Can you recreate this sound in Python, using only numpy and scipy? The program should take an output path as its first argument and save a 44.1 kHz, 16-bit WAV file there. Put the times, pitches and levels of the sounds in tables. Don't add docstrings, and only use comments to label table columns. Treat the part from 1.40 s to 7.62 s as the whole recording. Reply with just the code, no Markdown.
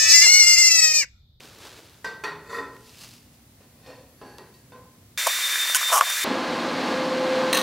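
import sys
import numpy as np
from scipy import signal
from scipy.fft import rfft, irfft, next_fast_len
from scipy.io import wavfile
from scipy.ndimage import map_coordinates

SR = 44100
rng = np.random.default_rng(int(sys.argv[2]) if len(sys.argv) > 2 else 0)


def bounce(signal):
    frames = np.transpose(np.atleast_2d(signal))
    limited = np.clip(frames, -1, 1)
    pcm = np.round(limited * 32767).astype(np.int16)
    wavfile.write(sys.argv[1], SR, pcm)


def magnitude_from_level(level_db):
    exponent = np.asarray(level_db, float) / 20
    return 10 ** exponent


N = 274302
TIME = np.arange(N) / SR
CUT_FAST, CUT_TRUE = 3.7755, 4.8435
SPEED = 7
TAIL = SR // 2


def unit(x):
    return x / np.sqrt(np.mean(x ** 2) + 1e-20)


def along(points, hz):
    f, v = np.transpose(points)
    return np.interp(np.log(hz + 1), np.log(f + 1), v)


def curves(rows):
    s, *cols = np.transpose(rows)
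    return [np.interp(TIME, s, c, left=-150, right=-150) for c in cols]


def wobble(rate):
    return map_coordinates(rng.standard_normal(int(N * rate / SR) + 4), [TIME * rate])


def filtered(x, response):
    m = next_fast_len(len(x) + 8192)
    return irfft(rfft(x, m) * response(np.fft.rfftfreq(m, 1 / SR)), m)[:len(x)]


def low_cut(hz):
    return lambda f: (1j * f / (hz + 1j * f)) ** 4


def modes(peaks):
    def response(f):
        total = 0
        for k, (c, w, db) in enumerate(peaks):
            total = total + (-1) ** k * magnitude_from_level(db) * 1j * f * w / (c * c - f * f + 1j * f * w)
        return total
    return response


def rush(response, grain_db=0):
    return unit(filtered(rng.standard_normal(N) * magnitude_from_level(grain_db * wobble(400)), response))


def add(track, s, sound):
    part = track[round(s * SR):][:len(sound)]
    part += sound[:len(part)]


def stroke(s, hold, db, rise, fall, sag=0):
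    t = TIME - s
    return db - rise * np.maximum(-t, 0) - sag * np.clip(t, 0, hold) - fall * np.maximum(t - hold, 0)


# frequency in Hz, density in dB per Hz.
FLOOR = [(12, -44.5), (20, -38), (59, -7), (122, -5), (246, -12), (298, -13), (383, -18.5), (1460, -29),
         (2100, -27), (2350, -30.5), (4580, -30), (5720, -31.5), (15600, -32.5)]
# frequency in Hz, level in dB rms.
LAMP_HUM = [(120, -65), (240, -64)]


def room_floor():
    out = magnitude_from_level(-55) * rush(lambda f: magnitude_from_level(along(FLOOR, f)))
    for hz, db in LAMP_HUM:
        out += magnitude_from_level(db + 3.0 * wobble(4.48)) * np.sin(2 * np.pi * hz * TIME)
    return out


# frequency in Hz, density in dB per Hz.
PORT_HISS = [(12, -19), (20, -8), (260, -10), (290, -12), (651, -10.5), (791, -11.5), (12800, -10),
             (15600, -9.5)]
PORT_HISS_DB = [-59.5, -67, -60]


def port_hiss(stretch):
    return magnitude_from_level(np.array(PORT_HISS_DB)[stretch]) * rush(lambda f: magnitude_from_level(along(PORT_HISS, f)))


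# start in seconds, hold in seconds, level in dB, rise and fall in dB/s.
CLOTH_MOVES = [
    [(.035, 0.018, -48, 50, 47), (.234, 0.016, -45, 83, 41)],
    [(1.615, 0.072, -47, 62, 106), (1.938, .005, -61.5, 400, 170)],
]
# frequency in Hz, density in dB per Hz.
WEAVES = [
    [(180, -28), (300, 0), (446, 0), (631, -4), (697, -5.5), (1570, -6), (1940, -8.5), (4160, -6.5),
     (15600, -24)],
    [(880, -7), (1500, -7), (2220, -6.5), (2650, -1), (3350, -4.5), (4960, 0), (5410, -3.5), (15600, -14.5)],
]
# time in seconds, peak in dB, frequency in Hz.
SNAPS = [(0.0054, -31, 2540), (0.0358, -34, 3990), (0.0914, -40, 4370), (0.1496, -38, 4170),
         (0.187, -34, 4970), (0.2714, -35, 4130), (0.4968, -40, 4220), (0.5444, -41, 3420),
         (1.3668, -39, 1900), (1.408, -42, 8000), (1.4456, -41, 4180), (1.4945, -39, 4930),
         (1.5469, -39, 2640), (1.5913, -33, 4890), (1.6114, -35, 4920), (1.6734, -40, 2650),
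         (1.7154, -35, 4350), (2.9841, -32, 4680), (2.9843, -36, 2600), (2.9846, -37, 6000)]


def cloth():
    out = np.zeros(N)
    for moves, weave in zip(CLOTH_MOVES, WEAVES):
        level_db = np.max([stroke(*move) for move in moves], axis=0) + 1.2 * wobble(30.4)
        out += magnitude_from_level(level_db) * rush(lambda f: magnitude_from_level(along(weave, f)), grain_db=2.0)
    t, snaps = TIME[:200], np.zeros(N)
    for s, db, hz in SNAPS:
        decay_db = 60 * t * hz / 7
        add(snaps, s, magnitude_from_level(db + 3 - decay_db) * np.cos(2 * np.pi * hz * t))
    return out + filtered(snaps, low_cut(300))


# start in seconds, length in seconds, first Hz, last Hz, level in dB.
SCREW_TURNS = [
    (2.685, .13, 11250, 11150, -72),
    (2.865, .108, 11050, 11250, -70),
    (2.99, .04, 10950, 10750, -77),
    (3.05, .05, 10550, 10300, -76),
    (3.196, .07, 10000, 9750, -77),
]


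def squeak():
    arch_hz_per_s, edge_db_per_s = 1300, 1500
    out = np.zeros(N)
    for s, length, first_hz, last_hz, db in SCREW_TURNS:
        u = np.clip((TIME - s) / length, 0, 1)
        hz = first_hz + (last_hz - first_hz) * u + arch_hz_per_s * length * np.sin(np.pi * u)
        level = magnitude_from_level(stroke(s, length, db + 5.0, edge_db_per_s, edge_db_per_s))
        out += level * np.sin(2 * np.pi * np.cumsum(hz) / SR)
    return out


# frequency in Hz, t60 in seconds.
GARAGE = [(200, 0.76), (1000, 0.62), (4000, 0.44), (12000, 0.26)]


def garage(size):
    hz, t, z = signal.stft(rng.standard_normal(size), SR, nperseg=256)
    decay = magnitude_from_level(-60 * t / along(GARAGE, hz)[:, None])
    tail = signal.istft(z * decay, SR, nperseg=256)[1][:size]
    return tail / np.linalg.norm(tail)


# time in seconds, peak in dB, brightness in dB per octave.
TAPS = [
    [(0.644, -24, -3)],
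    [(0.837, -20.5, -2.5)],
    [(1.106, -43, -1), (1.127, -36, -2.5), (1.148, -38, -5), (1.183, -29, -4), (1.233, -38, -5),
     (1.366, -57, -2)],
    [(2.205, -49, -1.5), (2.462, -44.5, -0.5), (2.474, -41.5, -3), (2.5, -41.5, -5)],
    [(2.814, -34, -7), (2.849, -51, -3)],
    [(2.983, -36.5, -5.5), (3.029, -62, -19), (3.139, -50.5, 5)],
    [(3.3195, -40.5, -6), (3.352, -42, -8)],
]
# frequency in Hz, width in Hz, level in dB.
LOOSE = [(478, 51, -8), (892, 21, -4), (1070, 95, -8), (1556, 12, 2), (1910, 32, -3.5), (3000, 54, -25),
         (3550, 30, -10), (3670, 22, -4), (3900, 22, -15), (4400, 30, -2.5), (4910, 9.8, -2),
         (5860, 24, -6), (6400, 26, -24), (7570, 27, -8.5)]
HELD = [(415, 34, -1.5), (878, 40, 0), (1020, 43, 1), (1380, 110, 0.5), (1893, 41, 4.5), (2520, 62, -2),
        (3520, 40, -10), (3850, 32, -5.5), (4390, 27, -4), (4550, 13, -5), (4630, 13, -7), (5490, 40, -12),
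        (5800, 40, -13), (6750, 29, -22), (11800, 37, -32)]
SEATING = [(431, 84, 0.5), (857, 11, -9), (1012, 40, 3), (1495, 220, -5.5), (1320, 54, -3), (1860, 57, 2.5),
           (2557, 30, -8.5), (3550, 47, -8), (4380, 60, -9.5), (4840, 33, -8), (5920, 45, -18),
           (6600, 53, -17), (7200, 51, -20), (7800, 57, -18), (10400, 100, -28), (11950, 100, -22)]
CLAMPED = [
    [(508, 95, -3.5), (780, 120, -8.5), (1013, 68, -9), (1840, 77, -8.5), (2490, 68, -13), (2730, 41, -12),
     (3550, 42, -17), (4340, 32, -8), (4800, 40, -16), (5480, 56, -13)],
    [(397, 93, -8.5), (823, 69, -5), (1020, 79, -10), (1654, 95, -4), (2740, 43, -15), (4450, 110, -8.5),
     (6000, 100, -22)],
    [(380, 67, -11), (1020, 130, -6.5), (1890, 56, -12), (2680, 46, -15), (3900, 60, -16),
     (4500, 110, -4.5), (5800, 85, -24)],
    [(498, 37, -6.5), (1020, 61, -1.5), (1530, 54, -9), (1910, 25, -12), (2570, 18, -9), (3610, 20, -12),
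     (4400, 49, -18), (4560, 40, -7)],
]
GRIPS = [LOOSE, HELD, SEATING, *CLAMPED]


def tube_taps():
    out, t = np.zeros(N), TIME[:TAIL]
    for taps, grip in zip(TAPS, GRIPS):
        loose = modes([(hz, w * (1.46 + hz / 7000), db) for hz, w, db in grip])
        for s, db, tilt_db in taps:
            tilt = lambda f: magnitude_from_level(tilt_db * np.log2((f + 200) / 1200)) * f / (f + 300)
            blow = garage(size=TAIL) * (1 + 0.86 * magnitude_from_level(-60 * t / 0.018))
            clatter = filtered(blow, lambda f: (loose(f) + magnitude_from_level(-15.0) / (1 + (f / 7000) ** 2)) * tilt(f))
            ring = np.zeros(TAIL)
            for hz, w, level_db in grip:
                decay = magnitude_from_level(level_db - 60 * t / (0.88 * along(GARAGE, hz)))
                weight = tilt(hz) / (1 + (hz / 3200) ** 2) / (1 + w / 30)
                ring += decay * weight * np.sin(2 * np.pi * hz * t)
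            both = clatter / np.std(clatter[:1500]) + magnitude_from_level(-3.5) * ring / np.std(ring[:1500])
            add(out, s, magnitude_from_level(db - 10.5) * both * (1 - np.exp(-t / 0.00036)))
    return out


# start in seconds, hold in seconds, level in dB, rise and fall in dB/s.
SLIDES = [
    (1.121, 0.054, -33, 214, 1500),
    (2.485, 0.03, -47.5, 122, 150),
    (2.816, 0.083, -52, 400, 65),
]


def tube_slides():
    out = np.zeros(N)
    for move, grip in zip(SLIDES, GRIPS[2:5]):
        rubbed = modes([(hz, w * (.8 + hz / 12000), db) for hz, w, db in grip])
        scrape = lambda f: magnitude_from_level(-23.5) * f / (f + 500) / (1 + (f / 6000) ** 2)
        rub = magnitude_from_level(stroke(*move) - 3.5) * rush(lambda f: rubbed(f) + scrape(f), grain_db=3.5)
        out += .5 * rub + signal.fftconvolve(rub, garage(size=TAIL))[:N]
    return out


# start in seconds, frequency in Hz, level
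# in dB, t60 in seconds.
THUDS = [(.645, 448, -40.5, 0.59), (.645, 1012, -43, 0.39), (.645, 1934, -40.5, 0.73),
         (.84, 300, -47, 0.94), (.84, 1870, -45, 0.37), (0.899, 157.5, -42.5, 0.71),
         (0.646, 1556, -33.5, .6), (.645, 4365, -47, .3), (1.186, 3600, -36, .04),
         (1.2022, 1500, -31, .012), (1.2275, 1700, -31, .01), (1.2465, 1500, -33, .012),
         (1.2515, 1800, -33, .01), (.838, 1840, -30, .15), (1.126, 1880, -35, .25), (1.131, 1885, -36, .2),
         (1.13, 1012, -39, 0.37), (1.182, 1880, -29, .16), (1.182, 1400, -33, .08),
         (1.228, 1013, -39, 0.52), (1.181, 278, -37.5, 0.51), (1.183, 1024, -32, 0.3),
         (2.473, 273, -50.5, 1), (2.47, 510, -49, 0.4), (2.82, 259, -44.5, 0.51), (2.816, 2740, -58, .6),
         (2.83, 1650, -54, .6), (2.816, 830, -50, .5), (2.47, 830, -54, .4), (3.15, 3950, -62, .2),
         (3.322, 3600, -60, .15), (2.821, 1020, -58, 0.47), (2.984, 1500, -40, .012),
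         (2.989, 420, -46.5, 0.47), (3.324, 1036, -47, 0.65), (3.328, 268, -58, 0.62),
         (3.348, 514, -65, 0.52)]


def frame_thuds():
    out, t = np.zeros(N), TIME[:TAIL]
    for s, hz, db, t60 in THUDS:
        onset = 1 - np.exp(-t * hz / 3)
        add(out, s, magnitude_from_level(db - 60 * t / t60) * np.sin(2 * np.pi * hz * t) * onset)
    return out


# null in seconds, level in dB of the swell after it, null depth in dB.
NULLS = [(3.66, -35, -6), (3.875, -33, -6), (4.012, -28, -16), (4.093, -30, -22), (4.178, -28, -26),
         (4.259, -29, -12), (4.346, -35, -26), (4.401, -29, -22), (4.548, -46, -24), (4.615, -32, -20),
         (4.782, -34, -14), (4.88, -36, -9)]


def passing():
    s, db, null_db = np.transpose(NULLS)
    place = np.interp(TIME, s, np.arange(len(s)))
    deep = magnitude_from_level(np.interp(TIME, s, np.minimum(null_db, -1)))
    swell = np.abs(np.sin(np.pi * place)) ** 0.89
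    return db[place.astype(int)] - 1.5 + 20 * np.log10(deep + (1 - deep) * swell)


# time in seconds, level in dB.
SEATED = [(4.84, -42), (5.05, -44), (5.11, -36), (5.2, -46), (5.52, -38), (5.56, -35), (5.95, -29),
          (6.23, -31)]


def settling():
    return curves(SEATED)[0]


# frequency in Hz, density in dB per Hz.
AIR = [
    [(18, -91), (30, -59), (110, -50), (203, -40.5), (325, -29.5), (360, -32.5), (534, -19.5), (811, -21.5),
     (974, -13), (1690, -5.5), (2050, -6), (3000, -10.5), (3510, -6.5), (4000, -8.5), (7300, -11),
     (15600, -17.5)],
    [(12, -83), (20, -48), (104, -26.5), (246, -7), (429, -15), (521, -8.5), (566, -12), (962, -15),
     (1050, -14), (1270, -17), (1630, -18.5), (1880, -20.5), (4330, -26), (15600, -56)],
]
# frequency in Hz, width in Hz, lift in dB.
HOUSING = [(244, 25, 2.5), (276, 25, 3), (336.5, 18, 5.5), (841, 21, 6.5), (1043, 17, 7.5), (1178, 29, 4.5),
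           (1546, 20, 6), (1651, 21, 8), (2100, 50, 3.5), (4220, 520, 3)]
# frequency in Hz, level in dB.
BLADE = [(517, 2.5), (1037, -12.5), (539, -18)]


def fan(air_db, tone_db, air, speed):
    def lift(f):
        peaks = [1 + (magnitude_from_level(db) - 1) / (1 + (2 * (f / speed - c) / w) ** 2) for c, w, db in HOUSING]
        return np.prod(peaks, axis=0)
    out = magnitude_from_level(air_db + 0.55 * wobble(6 * speed)) * rush(lambda f: magnitude_from_level(along(air, f)) * lift(f))
    for k, (hz, db) in enumerate(BLADE):
        phase = 2 * np.pi * hz * speed * TIME + 0.34 * speed ** .35 * wobble(4 * speed)
        if k == 0:
            level_db = tone_db + 1.0 * wobble(8 * speed)
        else:
            level_db = air_db - 9.5 + 3 * wobble(2.3 * speed)
        out += magnitude_from_level(level_db + db + 4.5) * np.sin(phase)
    return out


# time in seconds, frequency in Hz, level in dB.
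TRAFFIC = [(3.78, 347, -62), (3.9, 337, -62), (3.96, 321.5, -59), (4.02, 310, -74), (4.1, 317, -72),
           (4.14, 322, -57), (4.3, 313, -59), (4.37, 299, -71)]


def traffic():
    hz, db = curves(TRAFFIC)
    return magnitude_from_level(db) * np.sin(2 * np.pi * np.cumsum(hz) / SR)


# time in seconds, peak in dB, frequency in Hz, t60 in seconds.
BUMPS = [(3.8665, -18, 682, 0.041), (3.8669, -21, 547, 0.051), (3.8688, -11.5, 1080, 0.032),
         (3.872, -13, 1032, 0.036), (3.8728, -11.5, 690, 0.03), (3.8765, -16, 1150, 0.018),
         (3.881, -18, 2000, 0.0091), (3.935, -20, 1970, 0.02), (3.988, -22, 1140, .015),
         (4.136, -25, 1620, 0.044), (4.157, -14, 1740, 0.018), (4.18, -23, 1940, .04),
         (4.256, -24, 1000, 0.011), (4.297, -30, 618, 0.019), (4.299, -17.5, 1300, 0.011),
         (4.3478, -13, 2900, .008), (4.347, -14, 4700, .012), (4.347, -16, 6950, .03),
         (4.535, -18, 6950, .03), (3.869, -19, 7000, .008), (3.8645, -22, 2100, .008),
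         (4.347, -13.5, 1513, 0.068), (4.353, -26, 1015, .06), (4.362, -23, 1060, 0.062),
         (4.414, -17, 1210, 0.012), (4.43, -15, 1270, 0.011), (4.489, -24, 1070, 0.025),
         (4.503, -17.5, 1080, .02), (4.515, -21, 900, .03), (4.522, -22, 1050, .03),
         (4.526, -12, 1100, .03), (4.5275, -19, 2950, .012), (4.530, -9, 1260, 0.04),
         (4.536, -10, 1260, 0.025), (4.541, -13, 1140, 0.025), (4.5458, -12, 1100, 0.03),
         (4.548, -11, 1100, 0.018), (4.5555, -14, 1050, .02), (4.560, -13.5, 800, 0.039),
         (4.565, -16, 900, .02), (4.5705, -16, 1080, .03), (4.579, -8, 1130, 0.049),
         (4.589, -18, 1250, .03), (4.595, -18, 1210, .025), (4.6103, 0.5, 1170, 0.022),
         (4.61, -13.5, 2610, 0.0093), (4.6132, -7, 1170, 0.027), (4.6195, -11, 1100, 0.013),
         (4.633, -28, 1170, 0.018)]
# start in seconds, hold in seconds, drum level in dB, grit level in dB.
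DRAGS = [(3.869, 0.0073, -25.5, -21.5), (3.886, .02, -32.5, -60), (4.3475, 0.0014, -45, -15),
         (4.354, 0.016, -41, -17), (4.496, .012, -36, -50), (4.521, .01, -20.5, -27),
         (4.526, .006, -19, -23), (4.533, 0.018, -18, -17.5), (4.555, .022, -19, -19),
         (4.575, 0.021, -20.5, -21.5), (4.61, 0.00084, -34, -22.5), (4.61, 0.023, -21.5, -50),
         (4.667, 0.013, -32, -50), (4.7, 0.0024, -33, -25)]
# frequency in Hz, width in Hz, level in dB.
DRUM = [(536, 160, -7.5), (706, 100, 0), (1006, 105, 5), (1170, 200, 0.5), (1566, 130, -23),
        (2980, 610, -21)]
# frequency in Hz, density in dB per Hz.
GRIT = [(1760, -40), (3000, -8), (3900, -30), (5540, -7.5), (8160, -12), (9490, -8), (15600, -18.5)]


def bucket():
    out, t = np.zeros(N), TIME[:4000]
    for s, db, hz, t60 in BUMPS:
        note = np.sin(2 * np.pi * hz * t) + 0.071 * np.sin(2 * np.pi * .62 * hz * t)
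        note *= magnitude_from_level(-60 * t / np.clip(t60, .004, .06))
        slap = 0.83 * magnitude_from_level(-60 * t / 0.0062) * np.sin(2 * np.pi * 1.18 * hz * t)
        add(out, s, magnitude_from_level(db - 0.5) * (note + slap) * (1 - np.exp(-t / 0.00028)))
    drum_db = [stroke(s, hold, db, rise=1800, fall=1400, sag=160) for s, hold, db, _ in DRAGS]
    grit_db = [stroke(s, hold, db, rise=6300, fall=3700, sag=260) for s, hold, _, db in DRAGS]
    out += magnitude_from_level(np.max(drum_db, axis=0)) * rush(modes(DRUM), grain_db=1.0)
    out += magnitude_from_level(np.max(grit_db, axis=0)) * rush(lambda f: magnitude_from_level(along(GRIT, f)), grain_db=2.0)
    bass_cut = lambda f: low_cut(28 * SPEED)(f) ** 2 / np.sqrt(1 + (430 / (f + 1)) ** 12)
    out = filtered(out, bass_cut)
    return out + 0.021 * out ** 2


# time in seconds, peak in dB, t60 in seconds.
SHORTS = [(6.1288, -5.5, 0.014), (6.1292, -10.5, .02), (6.133, -12, .01), (6.1375, -19, .015),
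          (6.1425, -14, .012), (6.1464, -8, 0.025), (6.1515, -11, .015), (6.154, -12, 0.019),
          (6.165, -16, 0.013), (6.17, -7.5, 0.032), (6.1735, -15, 0.033), (6.186, -18, .02),
          (6.1915, -18, .015), (6.1945, -17, .015), (6.2, -22, .015), (6.2075, -22, .015),
          (6.214, -25, .015)]
# frequency in Hz, width in Hz, level in dB.
STEEL_WORK = [(1100, 60, 7.5), (1870, 110, 4.5), (2740, 190, -0.5), (3260, 100, -1.5), (3820, 180, 3),
              (4240, 140, 1), (5930, 200, -4), (6460, 500, -8.5), (7900, 530, -17), (9100, 600, -9.5),
              (10500, 400, -16), (10000, 780, -18), (12020, 110, -5.5), (15500, 500, -18)]


def arc():
    sizzle_db, spray_db, crack_db = -31, -8.5, 13
    size = magnitude_from_level(sizzle_db) * (TIME >= SHORTS[0][0])
    t, cracks = TIME[:4000], np.zeros(N)
    for s, db, t60 in SHORTS:
        cracks[round(s * SR)] = magnitude_from_level(db + crack_db - 8)
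        add(size, s, magnitude_from_level(db - 10.5 - 60 * t / max(t60, .004)))
    sparks = rng.standard_normal(N) * magnitude_from_level(1.4 * wobble(900))
    steel = modes(STEEL_WORK)
    gain = np.std(sparks) * np.sqrt(np.mean(np.abs(steel(np.linspace(0, SR / 2, 2000))) ** 2))
    spray = rush(lambda f: f / (f + 1500) / (1 + (f / 7000) ** 4), grain_db=1.5)
    ringing = filtered((size * sparks + cracks) / gain, lambda f: steel(f) * low_cut(300)(f))
    return magnitude_from_level(spray_db) * size * spray + ringing


def scene():
    stretch = np.searchsorted([CUT_FAST, CUT_TRUE], TIME)
    steel = tube_taps() + tube_slides() + frame_thuds()
    mid = (TIME < CUT_FAST) * (room_floor() + cloth() + squeak() + steel)
    duck_db = np.maximum(stroke(4.545, hold=0.034, db=5.2, rise=390, fall=38), 0)
    fast_fan = fan(-26 - duck_db, passing(), AIR[0], SPEED * .998)
    mid += (stretch == 1) * fast_fan + traffic() + bucket()
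    fade_in = np.clip((TIME - CUT_TRUE) / 0.0028, 0, 1)
    mid += fade_in * fan(-26, settling(), AIR[1], 1) + arc()
    side = port_hiss(stretch)
    return np.array([mid + side, mid - side])


def roll_off(x):
    return signal.sosfilt(signal.butter(12, 16630, fs=SR, output="sos"), x)


def record(dry):
    band = lambda f: np.where(f < 15790, 1, magnitude_from_level(-60))
    mix = np.array([filtered(x, band) for x in dry])
    return roll_off(mix)


dry = scene()
out = record(dry)
bounce(out)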